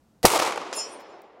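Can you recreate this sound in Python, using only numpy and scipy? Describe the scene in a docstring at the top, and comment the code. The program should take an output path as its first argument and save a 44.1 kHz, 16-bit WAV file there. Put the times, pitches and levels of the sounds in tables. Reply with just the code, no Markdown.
"""Quiet woods, a click and rasp of the action, then one pistol shot on a forest track overloads the microphone.
The shot is ringing tones and shaped noise; nearby trunks scatter it brightly as noise, grains and echoes, and
the far woods roll on darker. Half a second later a distant steel target, made of decaying sine pairs, rings as
it swings. Last, something small, probably the spent case, ticks in the dry leaves as short noise bursts."""
import sys
import numpy as np
from scipy import signal
from scipy.fft import rfft, irfft, next_fast_len
from scipy.io import wavfile

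SR = 44100
rng = np.random.default_rng(int(sys.argv[2]) if len(sys.argv) > 2 else 0)


def pcm_store(signal):
    """Save signal as 16-bit PCM."""
    levels = np.round(np.clip(np.atleast_2d(signal), -1, 1) * 32767)
    wavfile.write(sys.argv[1], SR, levels.astype(np.int16).T)


N = 61739
T = np.arange(N) / SR
SHOT_S, PLATE_S = .2532, 0.7332  # the shot; the start of the plate's ring


def amp(db):
    """Decibels to gain."""
    return 10 ** (np.asarray(db) / 20)


def unit(x):
    """Scales to rms 1."""
    return x / np.sqrt(np.mean(x ** 2) + 1e-20)


def read(table, hz, axis=1):
    """One column of a table, interpolated over log frequency."""
    table = np.array(table)
    return np.interp(np.log(hz + 1), np.log(table[:, 0] + 1), table[:, axis])


def colour(x, spectrum):
    """Filters x by a spectrum without phase shift, then scales to rms 1."""
    size = next_fast_len(N)
    gain = amp(read(spectrum, np.fft.rfftfreq(size, 1 / SR)))
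    return unit(irfft(rfft(x, size) * gain, size)[:N])


def fade(x, db_per_s):
    """Each frequency dies at its own rate from the moment of the shot."""
    hz, t, z = signal.stft(x, SR, nperseg=512, noverlap=384)
    z = z * amp(-db_per_s(hz)[:, None] * np.maximum(t - SHOT_S, 0))
    return signal.istft(z, SR, nperseg=512, noverlap=384)[1][:N]


def puff(spectrum, envelope):
    """Coloured noise under an envelope, with the envelope's energy."""
    x = colour(rng.standard_normal(N), spectrum) * envelope
    return unit(x) * np.sqrt(np.mean(envelope ** 2))


def bursts(rows, spectrum):
    """Abrupt noise bursts that hold briefly and die, each given the same colour."""
    out = np.zeros(N)
    for start_s, db, hold_s, decay_s in rows:
        envelope = amp(db) * (T >= start_s) * np.exp(-np.maximum(T - start_s - hold_s, 0) / decay_s)
        burst = colour(rng.standard_normal(N) * envelope, spectrum)
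        out += burst * np.sqrt(np.mean(envelope ** 2))
    return out


def waver(t, depth_db, step_s, count=128):
    """A wandering gain: random decibel steps joined by straight lines."""
    return amp(depth_db * np.interp(t / step_s, np.arange(count), rng.uniform(-1, 1, count)))


# The action's click and rasp, the muzzle crack and its first reflections:
# (time [s], level [dB], hold [s], decay [s per neper])
CRACKS = [(.2301, -28, .0005, .0006), (.231, -32.5, .012, .012), (.2523, -16.5, .001, 0.00079),
          (.2533, -6.5, .0017, 0.00033), (.2576, -9, .0008, 0.0007), (.2595, -17.5, .007, 0.0018),
          (.2699, -17, .0004, 0.00055)]
# Colour of these sharp fronts: (frequency [Hz], relative level [dB])
CRACK_COLOUR = [(60, 0), (250, -11.5), (600, -10.5), (1200, 0.5), (2000, -5), (3200, -1), (5000, 0.5),
                (8000, -5.5), (11000, -4), (15500, -12.5)]


def crack():
    """Sharp pressure fronts, each an abrupt burst of noise."""
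    return bursts(CRACKS, CRACK_COLOUR)


BOOM_S, BOOM_DB, BOOM_RISE_S, BOOM_FALL_S = .2515, -9, 0.0047, .0035  # peak, noise level, s per neper
# Colour of the boom's noise: (frequency [Hz], relative level [dB])
BOOM_COLOUR = [(30, -2), (110, -4), (220, 3.5), (350, 5), (580, -6), (1100, -3.5), (1500, -24),
               (1900, -4.5), (3000, -32), (8000, -53)]
# The boom's strongest resonances: (frequency [Hz], rms level at the peak [dB])
BOOM_TONES = [(492, -9), (645, -17), (743, -12), (890, -19.5), (995, -19.5)]


def boom():
    """A low boom of noise and resonant tones swells for a few milliseconds and breaks into the crack."""
    rise = np.maximum(BOOM_S - T, 0) / BOOM_RISE_S
    fall = np.maximum(T - BOOM_S, 0) / BOOM_FALL_S
    swell = np.exp(-rise - fall) * (T > CRACKS[0][0])  # silent before the action's click
    tones = sum(np.sqrt(2) * amp(db) * np.cos(2 * np.pi * hz * (T - BOOM_S)) for hz, db in BOOM_TONES)
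    return puff(BOOM_COLOUR, amp(BOOM_DB) * swell) + tones * swell


# Low push of air behind the crack: (time [s], level [dB], hold [s], decay [s per neper])
PUSH = [(.262, -32, .008, 0.0081)]
# Its colour: (frequency [Hz], relative level [dB])
PUSH_COLOUR = [(130, 0), (1500, -68.5)]


def air_push():
    """A dull burst of noise for the air that follows the crack."""
    return bursts(PUSH, PUSH_COLOUR)


GRAIN_PER_S, GRAIN_DB = 3500, 4.5  # small reflections; scale of their random level spread
GRAIN_SHARE = .6  # grains' share of the scatter's energy, the rest is smooth noise
ECHO_DECAY_S = 0.0031  # per neper
# Scatter off the nearby trees, before the fade by frequency: (time [s], level [dB])
NEAR_LEVEL = [(.255, -42.5), (.272, -20), (.29, -24.5), (.32, -23.5), (.36, -20), (.379, -22.5),
              (.382, -42), (.388, -27), (.392, -18), (.403, -20.5), (.407, -28.5), (.421, -19.5),
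              (.445, -24), (.48, -24.5), (.54, -34), (.62, -37.5), (.8, -42), (1.4, -64)]
# Colour of scatter and echoes: (frequency [Hz], relative level [dB], loss [dB/s])
NEAR_COLOUR = [(40.7, -23.5, 83.5), (120.3, -10.5, 36), (260, -18, 19), (350, 2.5, 13.5), (526, 0.5, 5),
               (666, -1.5, 3), (900, 3, 4), (1220, 0.5, 4.5), (1763, -12, -4), (2170, -5.5, 6.5),
               (3280, -8.5, 22), (5140, -8, 29.5), (6950, -7.5, 44.5), (10520, -10.5, 60),
               (15100, -16.5, 98.5)]
# Strong single echoes off trunks and banks, before the fade: (time [s], level [dB])
ECHOES = [(.302, -17.5), (0.319, -17.5), (0.338, -22.5), (0.3597, -17), (0.377, -17.5), (0.3993, -12),
          (0.4226, -14.5), (.434, -18), (0.451, -17.5), (0.464, -17.5), (.475, -15.5), (.484, -22),
          (0.498, -21.5), (.508, -20.5), (.523, -18), (.559, -20), (0.5756, -18.5), (0.614, -24)]


def near_trees():
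    """Many small reflections and some large ones; longer paths lose their treble."""
    signs = rng.choice([-1, 1], N)
    hits = rng.random(N) < GRAIN_PER_S / SR
    grains = signs * hits * amp(GRAIN_DB * np.minimum(rng.exponential(1, N), 3))
    smooth = rng.standard_normal(N)
    scatter = np.sqrt(GRAIN_SHARE) * unit(grains) + np.sqrt(1 - GRAIN_SHARE) * smooth
    level = amp(np.interp(T, *np.transpose(NEAR_LEVEL))) * (T > SHOT_S)
    scatter = colour(scatter, NEAR_COLOUR) * level
    echoes = bursts([(s, db, 0, ECHO_DECAY_S) for s, db in ECHOES], NEAR_COLOUR)
    return fade(scatter + echoes, lambda hz: read(NEAR_COLOUR, hz, axis=2))


# The struck target's modes; beam time counts from the start of the ring:
# (frequency [Hz], level [dB], t60 [s], beam time [s], level in the beam [dB], level on the back swing [dB])
PLATE = [(2457, -48, .8, 0.041, -61, -86), (2700, -51, 0.64, 0.044, -43, -80),
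         (3025, -54.5, 1, 0.075, -49, -71.5), (3340, -55, 1, 0.061, -50.5, -90),
         (4330, -56.5, 1, .072, -60, -82), (4460, -67, 0.54, 0.065, -52, -82),
         (5180, -44.5, 0.45, 0.059, -32.5, -89), (5676, -46.5, 0.48, .076, -40, -83.5),
         (6394, -56, .6, 0.055, -44, -71), (7125, -46.5, 0.49, 0.053, -34, -86),
         (8160, -62, 0.56, 0.054, -53, -88.5), (8760, -58, .35, 0.045, -40, -55),
         (10040, -52, 0.41, 0.033, -37.5, -59.5), (11321, -68, .3, .042, -59, -77),
         (11200, -63, .25, .04, -54, -80), (12215, -66, .25, .028, -55, -95),
         (13840, -70, .35, 0.027, -54, -95)]
BEAM_WIDTH, BEAM_EDGE = 0.65, 2.66  # sweep width in log time; steepness of the beam's flanks
BACK_S, BACK_WIDTH_S = 0.194, 0.044  # time of the back swing after the hit; its half length
PLATE_ATTACK_S = 0.00078
PLATE_WAVER_DB, PLATE_WAVER_S = 5, 0.0143  # depth once the back swing is reached; step
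PAIR_HZ, PAIR_DB = 24.2, -15.5  # mean spacing of each mode's weak twin above it; level relative to the mode
PLATE_WET_DB, PLATE_WET_T60 = -24, 1.0  # reverberation, relative to the ring; t60 [s]
PLATE_ECHO_S, PLATE_ECHO_DB = 0.33, -38  # one return from the trees: delay; level relative to the ring
# The woods swallow the top of the ring: (frequency [Hz], relative level [dB])
PLATE_WET = [(6500, -2.5), (10000, -14)]


def steel_plate():
    """The plate swings each mode's beam past the listener, opposite in sign to the ring, so tones drop out."""
    t = np.maximum(T - PLATE_S, 1e-6)
    back = np.exp(-((t - BACK_S) / BACK_WIDTH_S) ** 2)
    attack = np.clip((T - PLATE_S) / PLATE_ATTACK_S, 0, 1)
    waver_db = PLATE_WAVER_DB * np.minimum(t / BACK_S, 1)
    ring = np.zeros(N)
    for hz, db, t60, beam_s, beam_db, back_db in PLATE + weak_modes():
        beam = np.exp(-abs(np.log(t / beam_s) / BEAM_WIDTH) ** BEAM_EDGE)
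        level = amp(db - 60 * t / t60) - amp(beam_db) * beam - amp(back_db) * back
        twin_hz = hz + PAIR_HZ * (.5 + rng.random())
        main = np.sin(2 * np.pi * (hz * t + rng.random()))
        twin = np.sin(2 * np.pi * (twin_hz * t + rng.random()))
        pair = main + amp(PAIR_DB) * twin  # the two beat
        ring += np.sqrt(2) * level * waver(t, waver_db, PLATE_WAVER_S) * pair * attack
    tail = colour(rng.standard_normal(N), PLATE_WET) * amp(-60 * T / PLATE_WET_T60)
    wet = signal.fftconvolve(ring, tail / np.linalg.norm(tail))[:N]
    echo = colour(np.interp(T - PLATE_ECHO_S, T, ring), PLATE_WET) * ring.std()
    return ring + amp(PLATE_WET_DB) * wet + amp(PLATE_ECHO_DB) * echo


OVERTONE_T60 = 0.42  # [s]
OVERTONE_BEAM_DB, OVERTONE_BACK_DB = 0.5, -31  # relative to each mode's own level
BEAM_CYCLES = 730  # cycles until the beam, before the random spread
# The plate's many weak modes, before a random spread: (frequency [Hz], level of each [dB])
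OVERTONES = [(2300, -62), (4500, -61), (6500, -62), (9000, -67), (12000, -71), (15500, -76)]


def weak_modes(count=60):
    """Faint plate modes at scattered pitches, as rows like PLATE; the higher ones tend to beam past sooner."""
    u = rng.random((count, 3))
    lowest, highest = OVERTONES[0][0], OVERTONES[-1][0]
    pitches = lowest + (highest - lowest) * (np.arange(count) + u[:, 0]) / count
    levels = read(OVERTONES, pitches) + 8 * (u[:, 1] - .5)
    beams = np.minimum(BEAM_CYCLES / pitches, .08) * (0.39 + u[:, 2])
    return [(hz, db, OVERTONE_T60, beam_s, db + OVERTONE_BEAM_DB, db + OVERTONE_BACK_DB)
            for hz, db, beam_s in zip(pitches, levels, beams)]


RATTLE_S, RATTLE_WIDTH_S, RATTLE_DB = .765, .022, -48  # peak time, half length, peak level
# Colour of the sizzle: (frequency [Hz], relative level [dB])
RATTLE_COLOUR = [(500, -18), (3000, 5), (7000, -10), (11000, -9), (15500, -14)]


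def plate_rattle():
    """A fine sizzle of noise just after the hit, probably the plate rattling."""
    swell = np.exp(-((T - RATTLE_S) / RATTLE_WIDTH_S) ** 2) * (T > PLATE_S)
    return puff(RATTLE_COLOUR, amp(RATTLE_DB) * swell)


# A faint tick, then the bullet's slap on the plate and its spray:
# (time [s], level [dB], hold [s], decay [s per neper])
SLAPS = [(.7142, -41, 0.00056, 0.00037), (.7284, -22, 0.00074, 0.00053), (.7295, -32.5, .002, 0.015)]
# Their colour: (frequency [Hz], relative level [dB])
SLAP_COLOUR = [(30, -40), (130, -26), (400, 16.5), (1200, 10.5), (2200, 3), (4000, 5), (7000, 5),
               (10000, -9), (15000, -46)]


def bullet_slap():
    """The impact at the distant plate, as short noise bursts."""
    return bursts(SLAPS, SLAP_COLOUR)


# Ticks in the dry leaves: (time [s], level [dB], hold [s], decay [s per neper])
TICKS = [(.998, -61, 0.012, .011), (1.2188, -52.5, 0.00084, 0.0012), (1.222, -77, 0.0022, 0.011)]
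# Their colour: (frequency [Hz], relative level [dB])
TICK_COLOUR = [(500, -32), (4000, -5), (8000, -2), (10000, -5), (12000, -3), (15500, -2)]


def leaf_ticks():
    """Something small, probably the spent case, touches the leaves in bright noise bursts."""
    return bursts(TICKS, TICK_COLOUR)


FAR_DB, FAR_RISE_S = -28.5, 0.12  # level before the fade by frequency; build-up after the shot
FAR_LUMP_DB, FAR_LUMP_S = 2.5, .014  # the roll arrives in uneven clumps: depth, step
# Roll of the far woods: (frequency [Hz], relative level [dB], t60 [s])
FAR_COLOUR = [(40, -35.5, 2), (110, -18, 3), (212, -6, 2), (340, 0, 3.65), (497.5, 1, 3.3),
              (700, 1.5, 3.23), (1100, 2, 2.33), (1480, -10.5, 2.88), (2118, -6, 2.2), (3215, -9.5, 1.97),
              (4700, -11, 1.7), (7550, -15.5, 1.3), (11000, -30.5, 1.4), (15000, -43, .9)]


def far_woods():
    """A dark, lumpy roll of noise that builds up and dies slowly, soonest in the treble."""
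    roll = fade(colour(rng.standard_normal(N), FAR_COLOUR), lambda hz: 60 / read(FAR_COLOUR, hz, axis=2))
    build_up = np.clip((T - SHOT_S) / FAR_RISE_S, 0, 1)
    return amp(FAR_DB) * roll * build_up * waver(T, FAR_LUMP_DB, FAR_LUMP_S)


THUD_DECAY_S = 0.0046  # per neper
# Dull slaps off the ground and banks: (time [s], level [dB], hold [s])
THUDS = [(0.2584, -14, .003), (.331, -22.5, .005), (0.357, -19.5, 0.0071), (.576, -29.5, 0.0052),
         (0.772, -34.5, 0.013), (1.135, -47, 0.0099)]
# Their colour: (frequency [Hz], relative level [dB])
THUD_COLOUR = [(170, -28), (370, 2), (950, 1), (1600, -14), (12000, -79.5)]


def bank_thuds():
    """Dull reflections off the ground and banks, as low noise bursts."""
    return bursts([(s, db, hold_s, THUD_DECAY_S) for s, db, hold_s in THUDS], THUD_COLOUR)


AIR_DB, AIR_SINK_DB = -63, -12.5  # level before the shot; change once it has sounded
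# Colour of the quiet woods: (frequency [Hz], relative level [dB])
AIR_COLOUR = [(25, -25), (65, -2), (110, -7.5), (220, -4), (340, -13), (700, -16), (1400, -24), (2200, -31),
              (7000, -33.5), (15000, -40.5)]


def quiet_woods():
    """A steady, mostly low noise that is quieter once the shot has sounded."""
    return amp(AIR_DB + AIR_SINK_DB * (T > SHOT_S)) * colour(rng.standard_normal(N), AIR_COLOUR)


def scene():
    """Shot, echoes, plate and leaves over the quiet of the woods, on one channel."""
    air = quiet_woods()
    shot = boom() + crack() + air_push()
    woods = near_trees() + far_woods() + bank_thuds()
    target = steel_plate() + plate_rattle() + bullet_slap()
    return (shot + woods + target + leaf_ticks() + air)[None]


def record(dry):
    """The microphone overloads softly at full scale; then a low-pass sets the band limit."""
    limited = dry / (1 + dry ** 6) ** (1 / 6)
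    low_pass = signal.firwin(401, 15850, window=("kaiser", 8), fs=SR)  # edge in Hz
    return signal.oaconvolve(limited, low_pass[None], "same")


dry = scene()
out = record(dry)
pcm_store(out)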